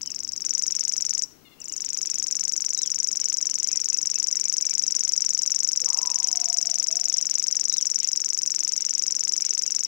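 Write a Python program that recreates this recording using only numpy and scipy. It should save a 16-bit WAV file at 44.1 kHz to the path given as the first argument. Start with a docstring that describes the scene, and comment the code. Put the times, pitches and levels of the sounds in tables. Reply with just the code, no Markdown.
"""A reed bed at dusk, on the left channel: marsh hush, a fading rumble, recorder hiss, hum and whine.
At once a close warbler reels, 23 syllables a second, each a soft tick, an upward flick and a falling
note, scattered by the thicket. Far birds chirp, then chatter nasally. The warbler stops at 1.2 s and
restarts softly at 1.6 s. A far whistle slurs down at 2.8 s, a waterbird wails from 5.8 s to 7 s,
and the whistle returns at 7.7 s. The reel runs on to the end."""
import sys
import numpy as np
from scipy import signal
from scipy.fft import rfft, irfft, next_fast_len
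from scipy.io import wavfile

SR = 44100
rng = np.random.default_rng(int(sys.argv[2]) if len(sys.argv) > 2 else 0)


def wav_record(signal):
    """Record a signal, one row per channel, as 16-bit PCM in the file named by sys.argv[1]."""
    frames = np.transpose(np.atleast_2d(signal))
    bounded = np.clip(frames, -1, 1)
    # unit amplitude maps onto the largest positive 16-bit level
    quanta = np.round(bounded * 32767).astype(np.int16)
    wavfile.write(sys.argv[1], SR, quanta)


N = 435266

# evening air: freq_hz, density_db
AIR_SPECTRUM = [(25, -5), (60, -7.5), (120, -9), (220, -2.5), (340, 2), (520, -7.5), (900, -10.5),
                (1700, -15), (3500, -17.5), (6000, -15.5), (9500, -27.5), (12000, -21), (16500, -21.5)]
# far rumble: freq_hz, density_db
RUMBLE_SPECTRUM = [(25, -12), (60, -31), (85, 4.5), (110, -16), (270, 0.5), (420, -28.5), (2000, -60)]
# its fade: time_s, level_db
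RUMBLE_FADE = [(0, -58.5), (.25, -54), (.45, -62.5), (2, -62), (2.6, -65), (9.87, -80)]

# warbler bouts: start_s, end_s, from_rest_flag
BOUTS = [(0.0168, 1.24, 0), (1.603, 9.87, 1)]
# reel pace: time_s, syllables_per_s
TEMPO = [(0, 23.023), (1.2, 23.482), (2.4, 23.703), (3.8, 23.366), (4.3, 23.538), (5.3, 23.473),
         (7.5, 23.371), (8.8, 23.096), (9.05, 23.4)]
# tiny extra waits in the reel: time_s, extra_wait_s
EXTRA_WAITS = [(.45, .0004), (3.56, .002), (7.86, .0024)]
# reel loudness and pitch, both jump up near 0.44 s: time_s, flick_db, fall_db, pitch_hz
REEL_CONTOUR = [(.41, -17, -16, 5560), (.445, -10.8, -9, 5745), (1.23, -10.5, -10.4, 5697),
                (2.9, -11, -9.5, 5750), (3.7, -10, -9.6, 5730), (5.1, -10, -7.5, 5707),
                (7.5, -10, -7.5, 5688), (7.95, -10.5, -8.5, 5730), (8.4, -9.5, -9, 5695)]
# the three notes of a syllable: offset_ms, pitch_ratio, gain_db
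TICK_SHAPE = [(-7, 0.14, -49), (-6.5, 0.27, -28), (-6, 0.45, -22), (-5.5, 0.65, -27.5), (-5.35, 0.89, -21),
              (-4, 0.917, -19.5), (-2.5, 1.38, -36)]
FLICK_SHAPE = [(-0.8439, 0.15, -27.5), (-0.5864, 0.23, -26.5), (-0.3042, 0.68, -20), (-0.23, 0.89, -11),
               (0, 0.9, -4.5), (0.4238, 1.126, 2), (0.99, 1.1535, -5), (1.72, 1.367, -13.5),
               (2.5, 1.507, -18), (3, 1.487, -24.5)]
FALL_SHAPE = [(12.3, 1.05, -56), (13.2, 1.0056, -13.5), (13.53, 1.022, -1.5), (14.7, 1.014, -0.1),
              (15.77, 0.984, -1.5), (16.48, 0.9416, -8.5), (19.33, 0.9004, -13.5), (21.1, 0.9, -37)]
# brief fixed reflections, probably in the microphone's dish: delay_ms, gain
EARLY_ECHOES = [(1.15, -0.035), (2.9, -0.091), (4.15, -0.00001)]
# thicket scatter, strongest in the treble: freq_hz, gain_db
THICKET_RESPONSE = [(1000, -5.5), (3500, -11.5), (5200, -13.5), (6100, -9.5), (7000, -2.5), (9000, -2.5),
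                    (11000, -1.5), (13200, 1.5), (15000, -8)]

# far chirps: start_s, length_s, mid_pitch_hz, droop_ratio, level_db
CHIRPS = [(0.044, 0.077, 3020, 0.22, -50), (1.575, 0.067, 2850, 0.075, -54.5),
          (1.68, 0.077, 2890, 0.125, -56), (2.149, .07, 3430, -.04, -55), (3.689, 0.066, 2540, -0.011, -50),
          (3.733, 0.042, 2090, .1, -53), (3.916, .047, 2690, -0.025, -49), (4.143, 0.0406, 2650, 0, -47.5),
          (4.326, 0.048, 2050, 0.095, -53.5), (4.382, 0.032, 2400, 0.0024, -51),
          (4.445, 0.0265, 2400, .03, -48), (4.633, 0.025, 2350, 0.037, -47.5),
          (4.697, .033, 2410, .05, -48), (5.959, .041, 2750, 0.0042, -51), (7.11, .06, 3530, -0.0077, -51),
          (7.186, 0.031, 3300, -.28, -49), (9.407, 0.057, 2440, -.03, -50), (9.65, 0.056, 2880, .1, -50)]
# far chatter: start_s, end_s, level_db
CHATTER_SPELLS = [(0.665, 1.1, -56.5), (1.75, 2.35, -57.5), (3.194, 3.8, -56), (4.111, 5.6, -61.5),
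                  (6.099, 7.65, -56), (8.459, 9.85, -56)]
# far nasal calls: start_s, length_s, start_hz, end_hz, level_db, jitter_ratio
NASAL_CALLS = [(1.447, .045, 734, 675, -52, .008), (1.508, 0.041, 730, 667, -54, .012),
               (8.005, 0.062, 802, 642.4, -45.5, 0.052), (8.76, 0.1, 736.3, 700, -56, .03),
               (9.44, 0.0673, 596.6, 567, -53, 0.037)]
# slurred whistle: offset_s, pitch_hz, gain_db
SLUR_SHAPE = [(0, 4400, 8), (.026, 3765, 1.5), (.055, 4130, -3), (.085, 3690, -2), (.11, 3200, -6),
              (.15, 2780, -12)]
# its entries: start_s, level_db
SLURS = [(2.752, -40.5), (7.695, -39.5)]
# waterbird notes: start_s, length_s, mid_pitch_hz, droop_ratio, arch_ratio, level_db, rough_ratio
WAILS = [(5.8, 0.0815, 502, -0.123, .03, -46.5, 0.71), (5.84, .2, 958, .15, .03, -44.5, 1),
         (5.99, 0.158, 1006, .04, 0.099, -41.5, 0.4), (6.13, 0.24, 750, .04, 0, -52, .45),
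         (6.3, 0.26, 708.5, .05, .01, -43, .12), (6.618, .16, 680, 0, 0.0298, -48.5, .25),
         (6.76, 0.1, 521, .18, -.1, -56, 0.45), (6.87, 0.16, 694, -.14, 0.078, -46, 0.24)]

# microphone colour: freq_hz, gain_db
MIC_RESPONSE = [(30, 1), (100, -0.5), (800, 0), (1250, 2.5), (1700, -1), (2200, 1.5), (2800, 1.5),
                (3400, -1), (4100, 1), (6500, 0), (8800, 0), (9600, -2.5), (11500, -3.5), (13200, 0),
                (15000, 2)]
# recorder hiss: freq_hz, density_db
HISS_SPECTRUM = [(25, 12), (150, -3), (1000, -1.5), (8000, -3), (12000, -1), (13400, 3.5), (14500, -5),
                 (16500, -27)]
# recorder hum and whine: freq_hz, width_hz, left_db, right_db
RECORDER_TONES = [(149.8, 2, -66.5, -100), (13248, 300, -77, -86), (13571, 300, -80, -90),
                  (15622, 25, -80, -78), (15622, 160, -83, -82)]


def gain_of(db):
    """Decibels to amplitude."""
    return 10 ** (np.asarray(db) / 20)


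def unit_rms(x):
    """Scales to rms 1."""
    return x / np.sqrt(np.mean(x ** 2) + 1e-20)


def add(mix, start_s, sound):
    """Mixes a sound in at start_s."""
    part = mix[max(round(start_s * SR), 0):][:len(sound)]
    part += sound[:len(part)]


def coloured(x, response):
    """Filters by a table of freq_hz, gain_db."""
    hz, db = np.transpose(response)
    size = next_fast_len(N, True)
    bins_hz = np.fft.rfftfreq(size, 1 / SR)
    gain = gain_of(np.interp(np.log(bins_hz + 1), np.log(hz), db))
    return irfft(rfft(x, size) * gain, size)[..., :N]


def noise(spectrum):
    """Steady coloured noise, rms 1."""
    return unit_rms(coloured(rng.standard_normal(N), spectrum))


def drift(size, width_hz):
    """Random wander up to about width_hz, rms 1."""
    steps = np.arange(size) * 2 * width_hz / SR
    count = int(steps[-1]) + 2
    return unit_rms(np.interp(steps, np.arange(count), rng.standard_normal(size)[:count]))


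def phase_of(hz):
    """Running phase of a pitch curve."""
    return 2 * np.pi * np.cumsum(hz) / SR


def air(hush_db=-54.5):
    """Steady marsh hush over a far, fading rumble."""
    rumble_db = np.interp(np.arange(N) / SR, *np.transpose(RUMBLE_FADE))
    return gain_of(hush_db) * noise(AIR_SPECTRUM) + gain_of(rumble_db) * noise(RUMBLE_SPECTRUM)


def syllable_times(start_s, end_s, from_rest, hurry_per_s=1.711, settle_s=0.14, wait_width_s=0.05):
    """Reel timing: too fast from rest, then settled, with tiny extra waits."""
    times_s = [start_s]
    while times_s[-1] < end_s:
        now_s = times_s[-1]
        rate_per_s = np.interp(now_s, *np.transpose(TEMPO))
        rate_per_s += from_rest * hurry_per_s * np.exp((start_s - now_s) / settle_s)
        wait_s = sum(extra_s * np.exp(-np.square((now_s - at_s) / wait_width_s))
                     for at_s, extra_s in EXTRA_WAITS)
        times_s.append(now_s + 1 / rate_per_s + wait_s)
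    return times_s[:-1]


def note(shape, at_s, pitch_hz, level_db, octave_db):
    """Swept whistle with a weak octave; returns start_s, sound."""
    offset_ms, pitch_ratio, gain_db = np.transpose(shape)
    knots_s = offset_ms / 1000
    t = np.arange(knots_s[0], knots_s[-1], 1 / SR)
    phase = phase_of(pitch_hz * np.interp(t, knots_s, pitch_ratio))
    envelope = gain_of(level_db + np.interp(t, knots_s, gain_db)) * signal.windows.tukey(len(t), 0.12)
    return at_s + knots_s[0], envelope * (np.sin(phase) + gain_of(octave_db) * np.sin(2 * phase))


def warbler(spread_ratio=0.0052, spread_db=0.8977, tick_gain_db=-0.1, tick_spread_db=1.4, slip_s=0.00018,
            flick_cold_db=-16.5, flick_warm_s=0.096, cold_lift_ratio=0.15,
            fall_cold_db=-12.5, fall_warm_s=0.27):
    """Tick, flick, fall, no two alike. From rest the notes start soft, the flicks also higher."""
    song = np.zeros(N)
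    knots_s, *contour = np.transpose(REEL_CONTOUR)
    for start_s, end_s, from_rest in BOUTS:
        for at_s in syllable_times(start_s, end_s, from_rest):
            flick_db, fall_db, pitch_hz = (np.interp(at_s, knots_s, column) for column in contour)
            cold = from_rest * np.exp((start_s - at_s) / flick_warm_s)
            flick_db += flick_cold_db * cold
            fall_db += fall_cold_db * from_rest * np.exp((start_s - at_s) / fall_warm_s)
            slip, bend, push = rng.standard_normal((3, 3))
            tick_s, flick_s, fall_s = at_s + slip_s * slip * [1, 0.5, 1]
            tick_hz, flick_hz, fall_hz = pitch_hz * (1 + spread_ratio * bend)
            flick_hz *= 1 + cold_lift_ratio * cold
            tick_db = flick_db + tick_gain_db + tick_spread_db * push[0]
            flick_db += spread_db * push[1]
            fall_db += spread_db * push[2]
            add(song, *note(TICK_SHAPE, tick_s, tick_hz, tick_db, octave_db=-32.5))
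            add(song, *note(FLICK_SHAPE, flick_s, flick_hz, flick_db, octave_db=-33.5))
            add(song, *note(FALL_SHAPE, fall_s, fall_hz, fall_db, octave_db=-38.5))
    return song


def scatter(x, t60_s, delay_s):
    """Many weak, decaying echoes of random sign."""
    t = np.arange(SR) / SR
    taps = rng.choice([-1, 0, 0, 0, 0, 1], SR) * gain_of(-60 * t / t60_s)
    taps = taps[:int(t60_s * SR)]
    impulse_response = np.r_[np.zeros(int(delay_s * SR)), taps / np.linalg.norm(taps)]
    return signal.oaconvolve(x, impulse_response)[:N]


def reflections(song, bed_db=-20, marsh_db=-28):
    """Direct song, early echoes, and returns from thicket, reed bed and wider marsh."""
    heard = song.copy()
    for delay_ms, gain in EARLY_ECHOES:
        add(heard, delay_ms / 1000, gain * song)
    heard += scatter(coloured(song, THICKET_RESPONSE), t60_s=0.048, delay_s=0.001109)
    heard += gain_of(bed_db) * scatter(song, t60_s=0.23, delay_s=0.0065)
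    return heard + gain_of(marsh_db) * scatter(song, t60_s=0.29, delay_s=0.076)


def arch(length_s, mid_hz, droop_ratio, arch_ratio):
    """Pitch curve: a parabola on a slope; positive droop falls."""
    u = np.linspace(-1, 1, int(length_s * SR))
    return mid_hz * (1 - arch_ratio * u ** 2 - droop_ratio * u / 2)


def whistle(hz, level_db, waver_ratio=0.018, waver_hz=260, flutter_db=2.5):
    """Near-pure note, slightly shaky in pitch and level."""
    size = len(hz)
    envelope = gain_of(level_db + flutter_db * drift(size, waver_hz)) * signal.windows.tukey(size, 0.4)
    return envelope * np.sin(phase_of(hz * (1 + waver_ratio * drift(size, waver_hz))))


def chirps(arch_per_s=2.0):
    """Short far whistles; longer ones arch higher."""
    calls = np.zeros(N)
    for start_s, length_s, mid_hz, droop_ratio, level_db in CHIRPS:
        hz = arch(length_s, mid_hz, droop_ratio, arch_per_s * length_s)
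        add(calls, start_s, whistle(hz, level_db))
    return calls


def chatter_notes(rate_per_s=16, low_hz=550, high_hz=1500, spread_db=5.5, glide_ratio=0.3,
                  jitter_ratio=0.048):
    """Spells of scratchy notes, random in pitch and glide; rows as in NASAL_CALLS."""
    notes = []
    for start_s, end_s, level_db in CHATTER_SPELLS:
        for at_s in np.arange(start_s, end_s, 1 / rate_per_s):
            late, stretch, height, glide, push = rng.uniform(-1, 1, 5)
            length_s = 0.043 + 0.0176 * stretch
            start_hz = np.sqrt(low_hz * high_hz * (high_hz / low_hz) ** height)
            end_hz = start_hz * (1 + glide_ratio * glide)
            note_db = level_db + spread_db * push
            notes.append((at_s + 0.02 * late, length_s, start_hz, end_hz, note_db, jitter_ratio))
    return notes


def nasal_calls(notes, throat_hz=3150, throat_width_hz=1250, jitter_hz=408.4):
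    """Nine jittery harmonics through one broad throat resonance."""
    calls = np.zeros(N)
    harmonics = np.arange(1, 10)[:, None]
    for start_s, length_s, start_hz, end_hz, level_db, jitter_ratio in notes:
        hz = np.linspace(start_hz, end_hz, int(length_s * SR))
        phase = phase_of(hz * (1 + jitter_ratio * drift(len(hz), jitter_hz)))
        throat = np.exp(-((harmonics * hz - throat_hz) / throat_width_hz) ** 4)
        offsets_rad = 2 * np.pi * rng.random(harmonics.shape)
        voice = (throat * np.sin(harmonics * phase + offsets_rad)).sum(0)
        add(calls, start_s, gain_of(level_db) * unit_rms(voice) * signal.windows.tukey(len(hz), 0.4))
    return calls


def slurs():
    """A far whistle dips, rises and slides away."""
    calls = np.zeros(N)
    knots_s, pitch_hz, gain_db = np.transpose(SLUR_SHAPE)
    t = np.arange(0, knots_s[-1], 1 / SR)
    hz = np.interp(t, knots_s, pitch_hz)
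    for start_s, level_db in SLURS:
        add(calls, start_s, whistle(hz, level_db + np.interp(t, knots_s, gain_db)))
    return calls


def waterbird(rasp_hz=330, waver_ratio=0.0086, waver_hz=16, tremble_db=0.9, dry_db=-2.0, wet_db=-8.0):
    """Hoarse opening notes clear into lower, unsteady wails that echo over the marsh."""
    call = np.zeros(N)
    for start_s, length_s, mid_hz, droop_ratio, arch_ratio, level_db, rough_ratio in WAILS:
        hz = arch(length_s, mid_hz, droop_ratio, arch_ratio)
        size = len(hz)
        phase = phase_of(hz * (1 + waver_ratio * drift(size, waver_hz)))
        hoarse = drift(size, rasp_hz) * np.sin(phase) + drift(size, rasp_hz) * np.cos(phase)
        voice = np.sqrt(1 - rough_ratio ** 2) * unit_rms(np.sin(phase)) + rough_ratio * hoarse
        gain = gain_of(level_db + tremble_db * drift(size, waver_hz))
        add(call, start_s, gain * signal.windows.tukey(size, 0.55) * voice)
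    return gain_of(dry_db) * call + gain_of(wet_db) * scatter(call, t60_s=2.2, delay_s=0.04)


def scene(far_echo_db=-11, leak_db=-52):
    """One directional microphone on the left; a trace leaks to the right."""
    reel = reflections(warbler())
    far_birds = chirps() + slurs() + nasal_calls(NASAL_CALLS + chatter_notes())
    far_echo = gain_of(far_echo_db) * scatter(far_birds, t60_s=0.12, delay_s=0.02)
    marsh = reel + far_birds + far_echo + waterbird() + air()
    return np.array([marsh, gain_of(leak_db) * marsh])


def record(dry, hiss_db=-67.5, wander_rad=0.66, cutoff_hz=16400):
    """Microphone colour, then the recorder's hiss, hum, whine and low-pass."""
    hiss = gain_of(hiss_db) * np.array([noise(HISS_SPECTRUM), noise(HISS_SPECTRUM)])
    out = coloured(dry, MIC_RESPONSE) + hiss
    for freq_hz, width_hz, left_db, right_db in RECORDER_TONES:
        phase = phase_of(np.full(N, freq_hz)) + wander_rad * drift(N, width_hz)
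        out += gain_of([[left_db], [right_db]]) * unit_rms(np.sin(phase))
    lowpass = signal.firwin(255, cutoff_hz, window=("kaiser", 9), fs=SR)
    return signal.oaconvolve(out, lowpass[None], "same")


dry = scene()
out = record(dry)
wav_record(out)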